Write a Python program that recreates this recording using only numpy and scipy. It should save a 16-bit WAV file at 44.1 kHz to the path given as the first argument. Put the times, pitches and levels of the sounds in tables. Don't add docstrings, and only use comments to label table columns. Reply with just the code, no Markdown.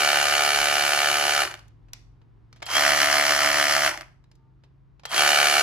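import sys
import numpy as np
from scipy import signal
from scipy.fft import rfft, irfft, next_fast_len
from scipy.io import wavfile
from scipy.ndimage import uniform_filter1d

SR = 44100
rng = np.random.default_rng(int(sys.argv[2]) if len(sys.argv) > 2 else 0)


def file_out(sig):
    cols = np.atleast_2d(sig).T
    lim = np.clip(cols, -1, 1)
    pcm = np.round(lim * 32767).astype(np.int16)
    wavfile.write(sys.argv[1], SR, pcm)


N = 248095
TIME = np.arange(N) / SR
SIZE = next_fast_len(N + SR)
HZ = np.maximum(np.arange(SIZE // 2 + 1) * SR / SIZE, 1)
SIDES = np.array([[1], [-1]])

# start_s, release_s, main_knock_s (time of one), strokes_per_s, direction (0 forward, 1 reverse)
PULLS = [(-.5, 1.423, .5043, 72.17, 0), (2.655, 3.873, 3.2107, 72.14, 1), (5.075, 6.0, 5.6088, 72.16, 0)]
SPIN_UP_S, BRAKE_S, STOP_S = .11, .075, .41
THROB_HZ, THROB_PEAK_S = 7, 3.305


def from_db(db):
    return 10 ** (np.asarray(db) / 20)


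def rms_one(x):
    return x / np.sqrt(np.mean(x ** 2) + 1e-20)


def at_hz(points):
    hz, value = np.transpose(points)
    return np.interp(np.log(HZ), np.log(hz), value)


def filtered(x, response):
    return irfft(rfft(x, SIZE) * response, SIZE)[..., :N]


def resonance(x, hz, width_hz):
    r = np.exp(-np.pi * width_hz / SR)
    poles = [1, -2 * r * np.cos(2 * np.pi * hz / SR), r * r]
    return (1 - r * r) / 2 * signal.lfilter([1, 0, -1], poles, x + 1e-18 * TIME)


def drift(rate_hz):
    size = N // 32 + 2
    lowpass = 1 / (1 + (np.fft.rfftfreq(size, 32 / SR) / rate_hz) ** 4)
    slow = irfft(rfft(rng.standard_normal(size)) * lowpass, size)
    return np.interp(np.arange(N) / 32, np.arange(size), rms_one(slow))


def noise(spectrum):
    # hz, likeness (0-1)
    likeness = [(50, 0.2), (1200, 0.31), (2800, 0.44), (5000, 0.91), (9000, 0.85), (15000, 1)]
    alike = at_hz(likeness)
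    mid, side = rfft(rng.standard_normal((2, SIZE)))
    both = np.sqrt(1 + alike) * mid + np.sqrt(1 - alike) * side * SIDES
    return rms_one(irfft(both * from_db(at_hz(spectrum)), SIZE)[:, :N])


def hammer():
    # knock_db, whir_db
    pull_levels = [(-25.5, -29), (-26, -28.5), (-24.5, -27.5)]
    out = np.zeros((2, N))
    whirs = whir()
    for (start, release, knock_at, rate, direction), levels in zip(PULLS, pull_levels):
        knock_db, whir_db = loudness(start, direction, *levels)
        speed, turns = motion(start, release, knock_at, rate, wobble_turns=.0036)
        knock_gain = speed ** np.where(TIME < release, 4.5, 1.95)
        whir_gain = speed ** np.where(TIME < release, 1.5, 1.8)

        knocks, rattles = strokes(turns, rate, direction)
        clacks = backlash(release)
        knocks = knocks * knock_gain + clacks
        rattles = rattles * whir_gain + clacks
        out += casing(knocks * from_db(knock_db + 22.5), direction)
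        out += steel(rattles * from_db(whir_db + 32.5), direction)

        chatter = rattle_envelope(rattles, decay_ms=2.0)
        hiss = np.hypot(from_db(9.0) * chatter, from_db(1.0) * whir_gain)
        out += whirs[direction] * from_db(whir_db) * hiss
        out += whine(turns, direction, waver_turns=.004) * from_db(knock_db) * knock_gain
        out += gears(speed, turns, release, direction)
        out += growl(speed, direction)
    return out


def loudness(start, direction, knock_db, whir_db):
    settle_s, throb_depth_db = .86, (.2, .9)
    fresh = np.exp(-np.maximum(TIME - start, 0) / settle_s)
    throb_db = throb_depth_db[direction] * np.cos(2 * np.pi * THROB_HZ * (TIME - THROB_PEAK_S))
    return knock_db + 4 * fresh + throb_db, whir_db + 3 * fresh + throb_db


def motion(start, release, knock_at, rate, wobble_turns):
    braking = np.maximum(TIME - release, 0)
    ramp = np.clip((TIME - start) / SPIN_UP_S, 0, 1)
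    speed = ramp * np.exp(-braking / BRAKE_S) * (braking < STOP_S)
    turns = np.cumsum(speed) * rate / SR
    return speed, turns - turns[round(knock_at * SR)] + wobble_turns * drift(13)


def strokes(turns, rate, direction):
    # after_knock_ms, knock_db, rattle_db
    contacts = [
        [(0, 0, -1), (1.36, -8.7, -4), (3.1, -40, -8.5), (9.8, -10.2, -13), (11.62, -14.9, -22)],
        [(0, 0, -1), (1.69, -11.5, -5), (9.78, -14.5, -15), (11.91, -14.9, -7)],
    ]
    # timing_ms, knock_db, rattle_db
    unevenness = [(.014, .5, 1.1), (.028, .9, 1.6)]
    jitter_ms, knock_spread_db, rattle_spread_db = unevenness[direction]
    knocks, rattles = np.zeros((2, N))
    forward_turns = np.maximum.accumulate(turns)
    numbers = np.arange(np.floor(turns[0]), turns[-1])
    for ms, knock_db, rattle_db in contacts[direction]:
        chance = rng.standard_normal((len(numbers), 3))
        due = numbers + (ms + jitter_ms * chance[:, 0]) * rate / 1000
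        at = np.searchsorted(forward_turns, due)
        inside = (at > 0) & (at < N)
        knocks[at[inside]] += from_db(knock_db + knock_spread_db * chance[inside, 1])
        rattles[at[inside]] += from_db(rattle_db + rattle_spread_db * chance[inside, 2])
    return knocks, rattles


def backlash(release):
    # time_s, level_db (re a full knock)
    clacks = [(1.513, -15), (1.524, -23), (1.541, -13.5), (1.552, -23), (3.939, -17), (3.956, -24),
              (3.975, -12.5), (4.0098, -16), (4.019, -22)]
    out = np.zeros(N)
    for s, level_db in clacks:
        if release < s < release + STOP_S:
            out[round(s * SR)] = from_db(level_db)
    return out


def casing(knocks, direction):
    # centre_hz, width_hz, level_db
    crack = [(2170, 2035, 6.5), (1620, 1815, 17.7)]
    # centre_hz, width_hz, level_db
    tick = (5900, 2000, -8.5)
    # centre_hz, width_hz, forward_db, reverse_db, left_minus_right_db
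    modes = [(310, 68, 3, 16, -3), (353.8, 51.3, 17, 14.5, 3.5), (403, 71, 13, -5, 2.5),
             (586.3, 21, 20, 21.5, -7), (613.3, 55.2, 18, 23, -2), (778.6, 80.5, 17.5, 17, -6.5),
             (1018, 42, 6.5, 13.5, 4), (1278, 220, 13, 17.5, 0), (1143, 47, 17, 12.5, 6.5),
             (1511, 112, 16, 26, 5), (1520.6, 57, -2, 24, 5), (1704, 190, 16, 17, -3.5),
             (2080, 58, -6, 12.5, 10), (2314, 143, 20.5, 19.5, 0), (2360, 380, 3, -11, 10.5),
             (2800, 310, 20, 17, 1.5), (2883, 580, 16, 17, -0.5), (3410, 42, 11, 13, 0)]
    # centre_hz, width_hz, forward_depth (0-1), reverse_depth (0-1)
    dips = [(476, 39, 1, 0.5), (750, 45, 0.11, 0.6), (1266, 50, .5, 0.5), (1646, 72, 0.6, .05)]
    sway_db, sway_hz = 1, 12

    hz, width, crack_db = crack[direction]
    out = resonance(resonance(knocks, hz, width), hz, width) * from_db(crack_db)
    hz, width, tick_db = tick
    out = out + resonance(knocks, hz, width) * from_db(tick_db)
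    for k, (hz, width, *level_db, pan_db) in enumerate(modes):
        struck = knocks * from_db(sway_db * drift(sway_hz))
        gain = (-1) ** k * from_db(level_db[direction] + SIDES * pan_db / 2)
        out = out + resonance(struck, hz, width) * gain
    for hz, width, *depth in dips:
        out = out - depth[direction] * resonance(out, hz, width)
    return out


def steel(rattles, direction):
    # centre_hz, width_hz, forward_db, reverse_db
    modes = [(2930, 200, 7.5, -7), (3730, 120, 1, -8), (4372, 130, 6.5, 3.5), (5050, 160, -8, 5),
             (5950, 130, -2.5, 0), (6720, 45, 6.5, -9.5)]
    out = 0
    for hz, width, *level_db in modes:
        shared = rng.choice([-1, 1], N) * rng.uniform(.7, 1.05, N)
        strength = shared + rng.uniform(-.7, .7, (2, N))
        out = out + resonance(rattles * strength, hz, width) * from_db(level_db[direction])
    return out


def rattle_envelope(rattles, decay_ms):
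    r = np.exp(-2000 / (decay_ms * SR))
    energy = signal.lfilter([1], [1, -r], rattles ** 2 + 1e-18)
    return np.sqrt(np.abs(uniform_filter1d(energy, size=36)))


def whir():
    # (per Hz, relative)
    colours = [
        [(60, -21.5), (220, -21.5), (450, -12.5), (760, 0.5), (1000, -5.5), (1450, 3.5), (2500, -2.5),
         (2950, -3), (3550, -7), (4400, -2), (5600, -3.5), (7500, -9.5), (9000, -6.5), (15500, -19)],
        [(60, -25.5), (220, -22.5), (450, -8.5), (760, 5), (1000, -1), (1450, 6), (2500, 2), (3050, 5.5),
         (3550, -6.5), (4400, 0.5), (5600, 3), (7500, -5), (9000, -4.5), (15500, -14)],
    ]
    # hz, left_minus_right_db
    balance = [(200, 6.5), (700, -6.5), (1500, 1.5), (4200, 0), (5500, -5), (8000, 0)]
    pan = from_db(SIDES * at_hz(balance) / 2)
    return [filtered(noise(colour), pan) for colour in colours]


def whine(turns, direction, waver_turns):
    # multiple_of_stroke_rate, forward_db, reverse_db, left_minus_right_db
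    orders = [(0.96, -39, -31, 2.5), (2, -37, -27, -3), (3, -65, -33.5, -4), (6.02, -26, -38.5, -1.5),
              (20.66, -28, -35, 1.5), (24.75, -31.5, -32.5, 2), (37.9, -32, -29, 0),
              (44.9, -29, -26.5, -20), (45.5, -35, -23, -1), (57.4, -34.5, -24, 16)]
    angle = 2 * np.pi * (turns + waver_turns * drift(40))
    out = 0
    for order, *level_db, pan_db in orders:
        gain = from_db(level_db[direction] + SIDES * pan_db / 2)
        out = out + np.sqrt(2) * np.sin(order * angle) * gain
    return out


def gears(speed, turns, release, direction):
    # teeth_per_stroke, level_db
    meshing = [(38.9, -3.5), (25.66, -6.5)]
    zip_db = [(-27, -35), (-26, -31)][direction]
    rough, rough_hz, grit_db = .75, 160, -3
    load = speed ** 1.25 * (1 - speed ** 6)
    gearbox = signal.butter(4, (620, 2400), "band", fs=SR, output="sos")
    mesh = 0
    for teeth, level_db in meshing:
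        strength = from_db(level_db) * (1 + rough * drift(rough_hz))
        mesh = mesh + strength * np.sin(2 * np.pi * teeth * turns + rough * drift(rough_hz))
    grains = rng.standard_normal(N) * np.exp(drift(rough_hz) / 2)
    grit = rms_one(signal.sosfilt(gearbox, grains))
    teeth_sound = signal.sosfilt(gearbox, mesh) + from_db(grit_db) * grit
    return teeth_sound * load * np.where(TIME < release, *from_db(zip_db))


def growl(speed, direction):
    hz, width_hz, level_db, swell_db = 1317.5, 169.5, (-40.5, -36.5), 4.5
    band = rms_one(resonance(resonance(rng.standard_normal(N), hz, width_hz), hz, width_hz))
    throb = np.cos(2 * np.pi * THROB_HZ * (TIME - THROB_PEAK_S)) * direction
    swell = throb + drift(THROB_HZ) / (1 + direction)
    return band * speed ** 2 * from_db(level_db[direction] + swell_db * swell)


def drive():
    drive_hz, bend_hz, level_db, growth_db = 3215, 80, -29.5, 19
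    lead_s, hold_s, fade_db_per_s = .029, .115, 301.5
    flare_after_s, flare_width_s, flare_db = .111, .015, (-32, -26.5)
    out = 0
    for start, *_, direction in PULLS:
        age = TIME - start
        rising_db = growth_db * (np.minimum(age / SPIN_UP_S, 1) - 1)
        fading_db = fade_db_per_s * np.maximum(age - hold_s, 0)
        tone = (age > -lead_s) * from_db(level_db + rising_db - fading_db)
        flare = (age - flare_after_s) / flare_width_s
        level = tone + from_db(flare_db[direction]) * np.exp(-flare ** 2)
        hz = drive_hz + bend_hz * (1 + np.tanh(flare)) / 2
        phase = 2 * np.pi * np.cumsum(hz) / SR + .9 * drift(130)
        out = out + level * np.sqrt(2) * np.sin(phase)
    return out


def clicks(gain_db, attack_ms):
    # time_s, level_db (before gain_db), tilt_db_per_octave, t60_s
    events = [(1.591, -43, -4.5, 0.025), (1.68, -54, 3, .02), (1.884, -60, -8, 0.052),
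              (1.933, -21, 1, 0.0093), (1.937, -42, -3.5, 0.019), (2.215, -61, -9, 0.05),
              (2.527, -44.5, -4.5, 0.025), (2.56, -57, -5, 0.1), (2.602, -56, -8, 0.037),
              (2.62, -36.5, -9.5, 0.051), (2.625, -30, -5.5, 0.032), (2.657, -37.5, 9, 0.022),
              (2.664, -31, -3, 0.047), (2.691, -32.5, -6.5, 0.03), (2.701, -26, -5, 0.024),
              (4.24, -58, -5, 0.022), (4.314, -55, -3.5, 0.032), (4.353, -63.5, 0.5, 0.033),
              (4.636, -57, -7, 0.064), (4.995, -51.5, -5.5, 0.029), (5.034, -44.5, -8.5, 0.038),
              (5.053, -27, -5.5, 0.035), (5.055, -37, 10, 0.031), (5.128, -21, -6, 0.017),
              (5.143, -21.5, -6.5, 0.029)]
    # (per Hz, relative)
    colour = [(150, -41.5), (600, -5), (1500, -1), (3200, 2.5), (5000, 5.5), (9000, -5), (15000, -13)]
    out, burst = np.zeros((2, N)), noise(colour)
    size = SR // 8
    age, hz = TIME[:size], np.maximum(np.fft.rfftfreq(size, 1 / SR), 300)
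    attack = 1 - np.exp(-1000 * age / attack_ms)
    for s, level_db, tilt_db, t60_s in events:
        at = round(s * SR)
        tilt = from_db(tilt_db * np.log2(hz))
        grain = rms_one(irfft(rfft(burst[:, at:at + size]) * tilt, size))
        shape = from_db(-60 * age / t60_s) * attack
        out[:, at:at + size] += grain * shape * from_db(level_db + gain_db)
    return out


def room(x, wet_db):
    t60_s, treble_t60_s, treble_hz = .37, .2, 6010
    white = rng.standard_normal((2, N)) * (TIME > .004)
    dull = filtered(white, 1 / (1 + 1j * HZ / treble_hz) ** 2)
    bright = from_db(-17.5) * white * from_db(-60 * TIME / treble_t60_s)
    tail = dull * from_db(-60 * TIME / t60_s) + bright
    thin = 1 / (1 + 400 / (1j * HZ))
    return from_db(wet_db) * filtered(x, thin * rfft(rms_one(tail) / np.sqrt(N), SIZE))


def background():
    return rumble() + engine() + whistles()


def rumble():
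    # (per Hz, relative)
    colour = [(25, -22), (45, 0), (65, -5), (100, -14), (150, -13), (190, -18.5), (350, -20.5), (550, -33),
              (1000, -31.5), (2500, -45), (5000, -54), (9000, -68), (15000, -71)]
    # time_s, level_db
    level = [(0.0, -55), (0.45, -54.5), (3.76, -57), (4.15, -58), (5.62, -59)]
    return from_db(np.interp(TIME, *np.transpose(level))) * noise(colour)


def engine():
    # multiple_of_speed, idle_db, gain_db_per_hz (of extra speed)
    orders = [(2, -63.5, -1), (4, -74, 1.4), (5, -57, -0.74), (6, -63.5, -1.7), (7, -67.5, -9.5)]
    idle_hz, rises_at_s, rise_hz_per_s = 21.7, 1.95, 1.8
    extra_hz = rise_hz_per_s * np.maximum(TIME - rises_at_s, 0)
    angle = 2 * np.pi * np.cumsum(idle_hz + extra_hz) / SR
    out = 0
    for order, idle_db, slope_db in orders:
        level_db = idle_db + slope_db * extra_hz + .89 * drift(1.8)
        phase = order * angle + rng.uniform(0, 2 * np.pi) + .27 * drift(4.5)
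        out = out + np.sqrt(2) * from_db(level_db) * np.sin(phase)
    return out


def whistles():
    # start_s, end_s, pitch_hz, level_db
    tones = [(4.322, 4.573, 903, -75.5), (4.339, 4.541, 1197, -80)]
    out = 0
    for start, end, hz, level_db in tones:
        swell = np.sin(np.pi * np.clip((TIME - start) / (end - start), 0, 1))
        phase = 2 * np.pi * hz * TIME + .3 * drift(80)
        out = out + np.sqrt(2) * from_db(level_db) * swell * np.sin(phase)
    return out


def scene():
    # hz, left_lead_rad
    port_phase = [(50, 0), (340, -.5), (1200, -.4), (2930, -.6), (3530, -2), (3790, -1), (5430, -2),
                  (7670, -1.1), (8870, -3.4), (10200, -6), (11300, -8.5), (12200, -9.8), (12900, -12),
                  (14000, -13), (14800, -15.7)]
    running = hammer() + drive()
    clicking = clicks(gain_db=3.0, attack_ms=.97)
    direct = filtered(running + clicking, np.exp(.5j * SIDES * at_hz(port_phase)))
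    reverb = room(running + from_db(4) * clicking, wet_db=-17.5)
    return direct + reverb + background()


def record(dry):
    bass_cut_hz, cutoff_hz, peak_limit = 38, 15400, .86
    clipped = np.clip(dry, -peak_limit, peak_limit)
    high_pass = signal.butter(8, bass_cut_hz, "high", fs=SR, output="sos")
    low_pass = signal.ellip(10, .1, 90, cutoff_hz, fs=SR, output="sos")
    return signal.sosfilt(low_pass, signal.sosfilt(high_pass, clipped))


dry = scene()
out = record(dry)
file_out(out)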